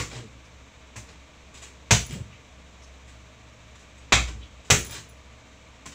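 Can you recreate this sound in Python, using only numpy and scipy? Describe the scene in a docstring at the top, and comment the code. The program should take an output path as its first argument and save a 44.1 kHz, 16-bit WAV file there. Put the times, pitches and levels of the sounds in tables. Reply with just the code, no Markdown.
"""A hanging heavy bag is worked in a small, hard-walled room while a fan hums throughout.
A light gloved cross and a jab come first: each blow slaps the vinyl cover and sets the low room modes
booming. The bag drops back with two thuds and a rustle; its hanger groans and the vinyl squeaks.
Feet scuff into a hard mid kick that jingles the chain. After a shuffle come a low kick and a high
kick, the chain jingles again, and a last faint jab lands."""
import sys
import numpy as np
from scipy import signal
from scipy.fft import rfft, irfft, next_fast_len
from scipy.io import wavfile
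from scipy.ndimage import map_coordinates

SR = 44100
rng = np.random.default_rng(int(sys.argv[2]) if len(sys.argv) > 2 else 0)


def int16_out(signal):
    """Quantize to a 16-bit WAV file."""
    q = np.round(np.clip(np.atleast_2d(signal).T, -1, 1) * 32767)
    wavfile.write(sys.argv[1], SR, q.astype(np.int16))


N = 261954


def amp(db):
    return 10 ** (np.asarray(db) / 20)


def unit_rms(x):
    return x / np.sqrt(np.mean(x ** 2) + 1e-20)


def along(points, hz):
    """Interpolate (Hz, value) points on a log frequency axis."""
    point_hz, values = np.transpose(points)
    return np.interp(np.log(hz + 1), np.log(point_hz + 1), values)


def wobble(knots_per_s, size=N):
    """Smooth random curve of roughly unit spread."""
    knots = rng.standard_normal(size // 20 + 8)
    return map_coordinates(knots, [np.arange(size) * knots_per_s / SR], mode="mirror")


def arch(t, length_s, skew=1):
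    """Half-sine envelope; a skew under 1 peaks early."""
    return np.abs(np.sin(np.pi * np.clip(t / length_s, 0, 1) ** skew))


def add(track, start_s, sound):
    """Mix a sound in, trimmed to the track."""
    start = round(start_s * SR)
    part = sound[max(-start, 0):N - start]
    track[max(start, 0):][:len(part)] += part


def coloured(x, gain_db):
    """Minimum-phase filter with the response gain_db(Hz)."""
    size = 2 * next_fast_len(len(x) // 2 + SR // 8)
    gain = np.maximum(amp(gain_db(np.fft.rfftfreq(size, 1 / SR))), 1e-6)
    cepstrum = irfft(np.log(gain), size)
    cepstrum[1:size // 2] *= 2
    cepstrum[size // 2 + 1:] = 0
    return irfft(rfft(x, size) * np.exp(rfft(cepstrum)), size)[:len(x)]


# Wall reverberation. Each row: frequency in Hz, T60 in seconds.
ROOM_DECAY = [(100, 0.62), (260, 0.37), (700, 0.24), (1840, 0.26), (4850, .29), (12800, 0.33)]


def room_tail():
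    """Random room response of unit energy; each frequency dies at its own rate."""
    hz, t, spectrum = signal.stft(rng.standard_normal(SR // 2), SR, nperseg=256)
    decay = amp(-60 * t / along(ROOM_DECAY, hz)[:, None])
    _, tail = signal.istft(spectrum * decay, SR, nperseg=256)
    return tail / np.linalg.norm(tail)


def in_room(x, wet_db):
    """Direct sound plus wall reflections, at about unchanged power."""
    reflections = signal.fftconvolve(x, room_tail())[:N]
    return (x + amp(wet_db) * reflections) / np.hypot(1, amp(wet_db))


# Peaks and notches of cover and walls per stroke, and of the fan's air.
# Each row: centre in Hz, width in Hz, gain in dB.
RESONANCES = { "mid kick": [(700, 180, 10), (800, 100, -18), (922, 84, -1.5), (1090, 85, -10.5),
              (1210, 160, -3.5), (1486, 160, 5), (2990, 84, 5.5), (5360, 219, -8)],
              "low kick": [(907, 92, -15), (1083, 42, -4), (1600, 130, -9), (1940, 67, -12),
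              (2520, 150, 2.5), (2840, 200, -11), (3830, 300, 4.5), (5440, 160, -6), (7400, 510, 8)],
              "high kick": [(626, 32, -9), (980, 84, -2.5), (1080, 82, -5), (1260, 26, -3), (1550, 68, -12),
              (2440, 81, 4.5), (3580, 203, -4.5), (3850, 270, 3)], "cross": [(495, 92, 12), (1120, 78, 9.5),
              (1910, 56, 6), (2140, 141, 6), (7160, 450, 6.5)], "jab": [(408, 32, -13), (1030, 81, 10.5),
              (1163, 35, -17)], "air": [(375, 58, -11.5), (628, 26, 9.5), (812, 54, -6), (1162, 53, 5.5),
              (2350, 430, 5), (3810, 520, 4.5)], }


def resonance_db(name, hz):
    """Summed gain of narrow peaks and notches."""
    return sum(db / (1 + (2 * (hz - centre_hz) / width_hz) ** 2)
               for centre_hz, width_hz, db in RESONANCES[name])


# Cover slap spectrum per stroke. Each row: frequency in Hz, relative density in dB.
SLAP_SPECTRA = { "mid kick": [(140, -12), (290, -14), (420, -5), (620, -10.5), (900, 3), (1400, -8),
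                (2400, -2), (3200, -4.5), (5000, -7.5), (6200, -1.5), (7700, -6.5), (9000, -20.5),
                (12200, -32), (15200, -29)], "low kick": [(140, -15), (290, -8.5), (420, -13), (620, -7.5),
                (900, 0), (1400, -4.5), (2400, -0.5), (3200, -6.5), (5000, -14), (6200, -10.5), (7700, -18),
                (9000, -29.5), (12200, -44), (15200, -41)], "high kick": [(140, -15), (290, -9),
                (420, -4.5), (620, -7), (900, -10.5), (1400, -4.5), (2400, -5.5), (3200, -8), (5000, -15),
                (6200, -5.5), (7700, -8), (9000, -22.5), (12200, -33), (15200, -28)], "jab": [(140, -18),
                (290, 2.5), (420, -0.5), (620, -4.5), (900, -2.0), (1400, -4.5), (2400, 1), (3200, -5),
                (5000, -7), (6200, 0), (7700, -1), (9000, -14.5), (12200, -28), (15200, -23.5)],
                "cross": [(140, -22), (290, 2), (420, -4.5), (620, -12), (900, -4), (1400, -2.5),
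                (2400, -3), (3200, -4.5), (5000, -8), (6200, -4), (7700, -8), (9000, -18), (12200, -32),
                (15200, -27)], }


def slap(stroke, build_up_s, crack=0.12, contact_s=0.000093, sparse_s=0.014):
    """One sharp pressure pulse, then separate wall echoes that thicken into the room's tail."""
    tail = room_tail()
    t = np.arange(len(tail)) / SR
    density = np.clip((t / sparse_s) ** 2, 0.15, 1)
    echoes = tail * (rng.random(len(t)) < density) / np.sqrt(density)
    echoes *= 1 - np.exp(-t / build_up_s)
    pulse = t / contact_s * np.exp(-t / contact_s)
    pressure = echoes - crack * pulse / np.linalg.norm(pulse)
    sound = coloured(pressure, lambda hz: along(SLAP_SPECTRA[stroke], hz) + resonance_db(stroke, hz))
    return sound / np.std(sound[:SR // 25])  # unit level over the first 40 ms


# Low room modes. Each row: frequency in Hz, relative level in dB, base T60 in seconds.
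ROOM_MODES = [(59.47, -4.5, 0.72), (79.5, -16.5, 1), (107.9, 3, 0.29), (122.3, -8.5, 0.58),
              (156.6, -8, 0.45), (208.6, -12, 0.47), (279.7, -27, 0.36)]


def boom(tilt_db_oct, t60_scale=1, rise_s=0.0098, scatter_db=4.0):
    """The filling shoves the air and the low room modes swell; a softer spot favours the lowest."""
    modes, t = np.zeros(SR), np.arange(SR) / SR
    for k, (hz, db, t60_s) in enumerate(ROOM_MODES):
        start_db = db + tilt_db_oct * np.log2(hz / 100) + rng.normal(0, scatter_db)
        envelope = amp(start_db - 60 * t / (t60_s * t60_scale))
        modes -= (-1) ** k * envelope * np.sin(2 * np.pi * hz * t)  # neighbours swing in opposition
    return modes * (1 - np.exp(-t / rise_s))


# Punches and kicks. Each row: start in seconds, stroke, slap level in dB, boom gain in dB,
# boom tilt in dB per octave, boom T60 factor, echo build-up in seconds.
BLOWS = [ (-0.012, "cross", -29, -30, 10, 0.85, 0.0017), (0.959, "jab", -42, -37.5, 1.5, 0.7, 0.0033),
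         (1.908, "mid kick", -15.5, -12, 0, 0.55, 0.00033),
         (4.1221, "low kick", -14.5, -21.5, -7, 1.19, 0.0012),
         (4.7017, "high kick", -14.5, -18, 3, 0.65, 0.0011), (5.857, "jab", -42, -47, 12.5, 0.56, 0.001), ]


def blows():
    """Each blow slaps the cover and sets the room booming."""
    out = np.zeros(N)
    for start_s, stroke, slap_db, boom_db, tilt_db_oct, t60_scale, build_up_s in BLOWS:
        add(out, start_s, amp(slap_db) * slap(stroke, build_up_s))
        add(out, start_s, amp(boom_db) * boom(tilt_db_oct, t60_scale))
    return out


# The fan's rushing air and low rumble. Each row: frequency in Hz, relative density in dB.
AIR_SPECTRUM = [(170, -0.5), (290, 1.5), (420, 1), (620, -5), (900, -4), (1400, -8.5), (2400, -9),
                (3200, -10.5), (5000, -18.5), (6200, -13), (7700, -16.5), (9000, -33), (12200, -41),
                (15200, -38.5)]
RUMBLE_SPECTRUM = [(15, -18), (48, -21), (70, -7), (140, -11), (250, -19.5), (900, -73)]
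# Fan tones. Each row: frequency in Hz, level in dB, drift depth as a ratio.
HUM_TONES = [(65.4, -53, 0.34), (116.7, -61.5, 0.85), (79.6, -67, 1), (170, -70.5, 0.9)]


def fan(air_db=-52.5, rumble_db=-63, flutter_hz=15, flutter_db=0.7):
    """Wavering hum and rumble under rushing air that pulses gently with the blades."""
    hum, t = np.zeros(N), np.arange(N) / SR
    air = coloured(rng.standard_normal(N), lambda hz: along(AIR_SPECTRUM, hz) + resonance_db("air", hz))
    blade_phase = 2 * np.pi * flutter_hz * t + wobble(2.28)
    flutter = amp(flutter_db * np.sin(blade_phase) + 0.079 * wobble(4.9))
    rumble = coloured(rng.standard_normal(N), lambda hz: along(RUMBLE_SPECTRUM, hz))
    for hz, db, depth in HUM_TONES:
        drift = 1 + depth * (wobble(10) + 1j * wobble(9.4))  # amplitude and phase wander
        hum += amp(db) * unit_rms(np.real(drift * np.exp(2j * np.pi * hz * t)))
    return amp(air_db) * unit_rms(air) * flutter + amp(rumble_db) * unit_rms(rumble) + hum


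# Cloth friction spectrum. Each row: frequency in Hz, relative density in dB.
CLOTH_SPECTRUM = [(150, -33), (290, -0.5), (620, -7.5), (1400, -6.5), (2400, -3.5), (5000, -10),
                  (7700, -6.5), (9000, -23.5), (12200, -34.5), (15200, -34)]


def rub(length_s, tilt_db_oct, grain_db=4):
    """One short stroke of grainy friction noise."""
    t = np.arange(SR // 4) / SR
    grains = rng.standard_normal(len(t)) * amp(grain_db * wobble(634, len(t)))
    noise = coloured(
        grains, lambda hz: along(CLOTH_SPECTRUM, hz) + tilt_db_oct * np.log2((hz + 200) / 3000))
    return arch(t, length_s, skew=0.67) * unit_rms(noise)


# Drops of the swung bag. Each row: start in seconds, rustle length in seconds, rustle level in dB,
# rustle tilt in dB per octave, thud gain in dB, thud tilt in dB per octave.
REBOUNDS = [(0.095, 0.13, -40, -1.5, -50, 5), (1.071, 0.074, -52, -1.5, -64, 5),
            (2.08, 0.12, -43.5, 1, -42, -10.5), (4.273, 0.028, -36.5, -1.5, -44, 5),
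            (4.892, 0.11, -36, 0.9, -43.5, 3)]


def rebounds(settle_s=0.075, settle_gain_db=0.5):
    """The bag drops back on its hanger with a thud and a rustle, then thuds as the filling settles."""
    thuds, rustles = np.zeros(N), np.zeros(N)
    for start_s, _, _, _, db, tilt_db_oct in REBOUNDS:
        add(thuds, start_s, amp(db) * boom(tilt_db_oct, rise_s=0.0079))
        add(thuds, start_s + settle_s, amp(db + settle_gain_db) * boom(tilt_db_oct, rise_s=0.0057))
    for start_s, length_s, db, tilt_db_oct, _, _ in REBOUNDS:
        add(rustles, start_s, amp(db) * rub(length_s, tilt_db_oct))
    return thuds + in_room(rustles, wet_db=4)


# Hanger groans. Each row: start and length in seconds, first and last slip rate in Hz, level in dB.
GROANS = [(0.116, 0.17, 142, 104, -40.5), (2.092, .065, 110, 150, -39.5), (2.145, 0.0784, 250, 91, -35)]
# Harmonics of the slip rate, lowest first. 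Each entry: relative level in dB.
GROAN_HARMONICS_DB = [2, -8, -12, -16, -42]


def hanger_groans(jitter=0.056, rough_db=7.5, envelope_power=0.39):
    """The loaded hanger sticks and slips; the slip rate glides with the swing."""
    out, t = np.zeros(N), np.arange(SR // 4) / SR
    for start_s, length_s, first_hz, last_hz, db in GROANS:
        slip_hz = first_hz * (last_hz / first_hz) ** np.minimum(t / length_s, 1)
        slip_hz *= 1 + jitter * wobble(127, len(t))
        phase = 2 * np.pi * np.cumsum(slip_hz) / SR
        tone = sum(amp(harmonic_db + rough_db * wobble(63.7, len(t))) * np.sin(k * phase)
                   for k, harmonic_db in enumerate(GROAN_HARMONICS_DB, 1))
        add(out, start_s, amp(db) * unit_rms(tone) * arch(t, length_s) ** envelope_power)
    return in_room(out, wet_db=-9.5)


# Friction squeaks. Each row: start and length in seconds, centre in Hz, level in dB.
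SQUEAKS = [(0.441, 0.031, 5970, -58), (2.303, 0.077, 2450, -53.5), (2.815, 0.045, 5860, -54.5),
           (4.411, 0.041, 3320, -49)]


def squeaks(width_ratio=0.2):
    """Vinyl and soles chafe; the friction catches in one narrow resonance."""
    out, t = np.zeros(N), np.arange(SR // 4) / SR
    for start_s, length_s, centre_hz, db in SQUEAKS:
        noise = rng.standard_normal(len(t))
        band = coloured(noise, lambda hz: -20 * np.log10(1 + ((hz / centre_hz - 1) / width_ratio) ** 2))
        add(out, start_s, amp(db) * arch(t, length_s) * unit_rms(band))
    return in_room(out, wet_db=-2)


# Foot pivots and brushing clothes. Each row: start and length in seconds, level in dB.
SCUFFS = [(1.536, 0.063, -45), (1.611, 0.06, -42), (3.066, .07, -53.5), (4.63, .12, -54),
          (4.827, 0.055, -43), (5.912, .034, -46)]


def scuffs(tilt_db_oct=0.7, shuffles=3, shuffle_from_s=3.6, shuffle_span_s=0.45, shuffle_db=-54):
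    """Feet and clothes rub as the boxer winds up, recovers, or shuffles back into stance."""
    out = np.zeros(N)
    for start_s, length_s, db in SCUFFS:
        add(out, start_s, amp(db) * rub(length_s, tilt_db_oct))
    for k, (offset, stretch) in enumerate(rng.random((shuffles, 2))):
        start_s = shuffle_from_s + shuffle_span_s * (k + offset) / shuffles
        length_s = 0.038 * (0.5 + stretch)
        add(out, start_s, amp(shuffle_db) * rub(length_s, tilt_db_oct))
    return in_room(out, wet_db=4)


# Steel link modes. Each row: frequency in Hz, relative level in dB, T60 in seconds.
LINK_MODES = [(2450, -6, .15), (6051, -4, .2), (7079, -3, .2), (7311, -3, .2), (10379, -1, .24),
              (11111, -6, .16), (15030, 0, .15)]
# Runs of clinks. Each row: start and length in seconds, first clink's gain in dB.
JINGLES = [(2.004, .15, -56.5), (4.788, .16, -47.5), (5.089, .03, -62)]


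def chain(gap_s=0.06, rise_db_per_clink=0.5, scatter_db=1.6, detune=0.0019, tick_t60_s=0.11):
    """Links ring and chatter against each other after a hard kick and as the chain falls slack."""
    out, t = np.zeros(N), np.arange(SR // 2) / SR
    for start_s, length_s, db in JINGLES:
        for k, delay_s in enumerate(np.arange(0, length_s, gap_s)):
            ring = np.zeros(len(t))
            for hz, mode_db, t60_s in LINK_MODES:
                envelope = amp(mode_db + rng.normal(0, scatter_db) - 60 * t / t60_s)
                ring += envelope * np.sin(2 * np.pi * hz * rng.normal(1, detune) * t)
            chatter = 1 + wobble(200, len(t))
            tick = amp(-60 * t / tick_t60_s) * rng.standard_normal(len(t))
            add(out, start_s + delay_s, amp(db + k * rise_db_per_clink) * (ring * chatter + tick))
    return in_room(out, wet_db=-9)


def scene():
    """Mono mix of bag and boxer over the fan."""
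    return (blows() + rebounds() + hanger_groans() + squeaks() + scuffs() + chain() + fan())[None]


def record(dry, cutoff_hz=15560):
    """The microphone rounds off the hardest peaks and cuts the treble above its band limit."""
    rounded = dry / (1 + dry ** 4) ** (1 / 4)
    lowpass = signal.ellip(10, 0.2, 70, cutoff_hz, fs=SR, output="sos")
    return signal.sosfilt(lowpass, rounded)


dry = scene()
out = record(dry)
int16_out(out)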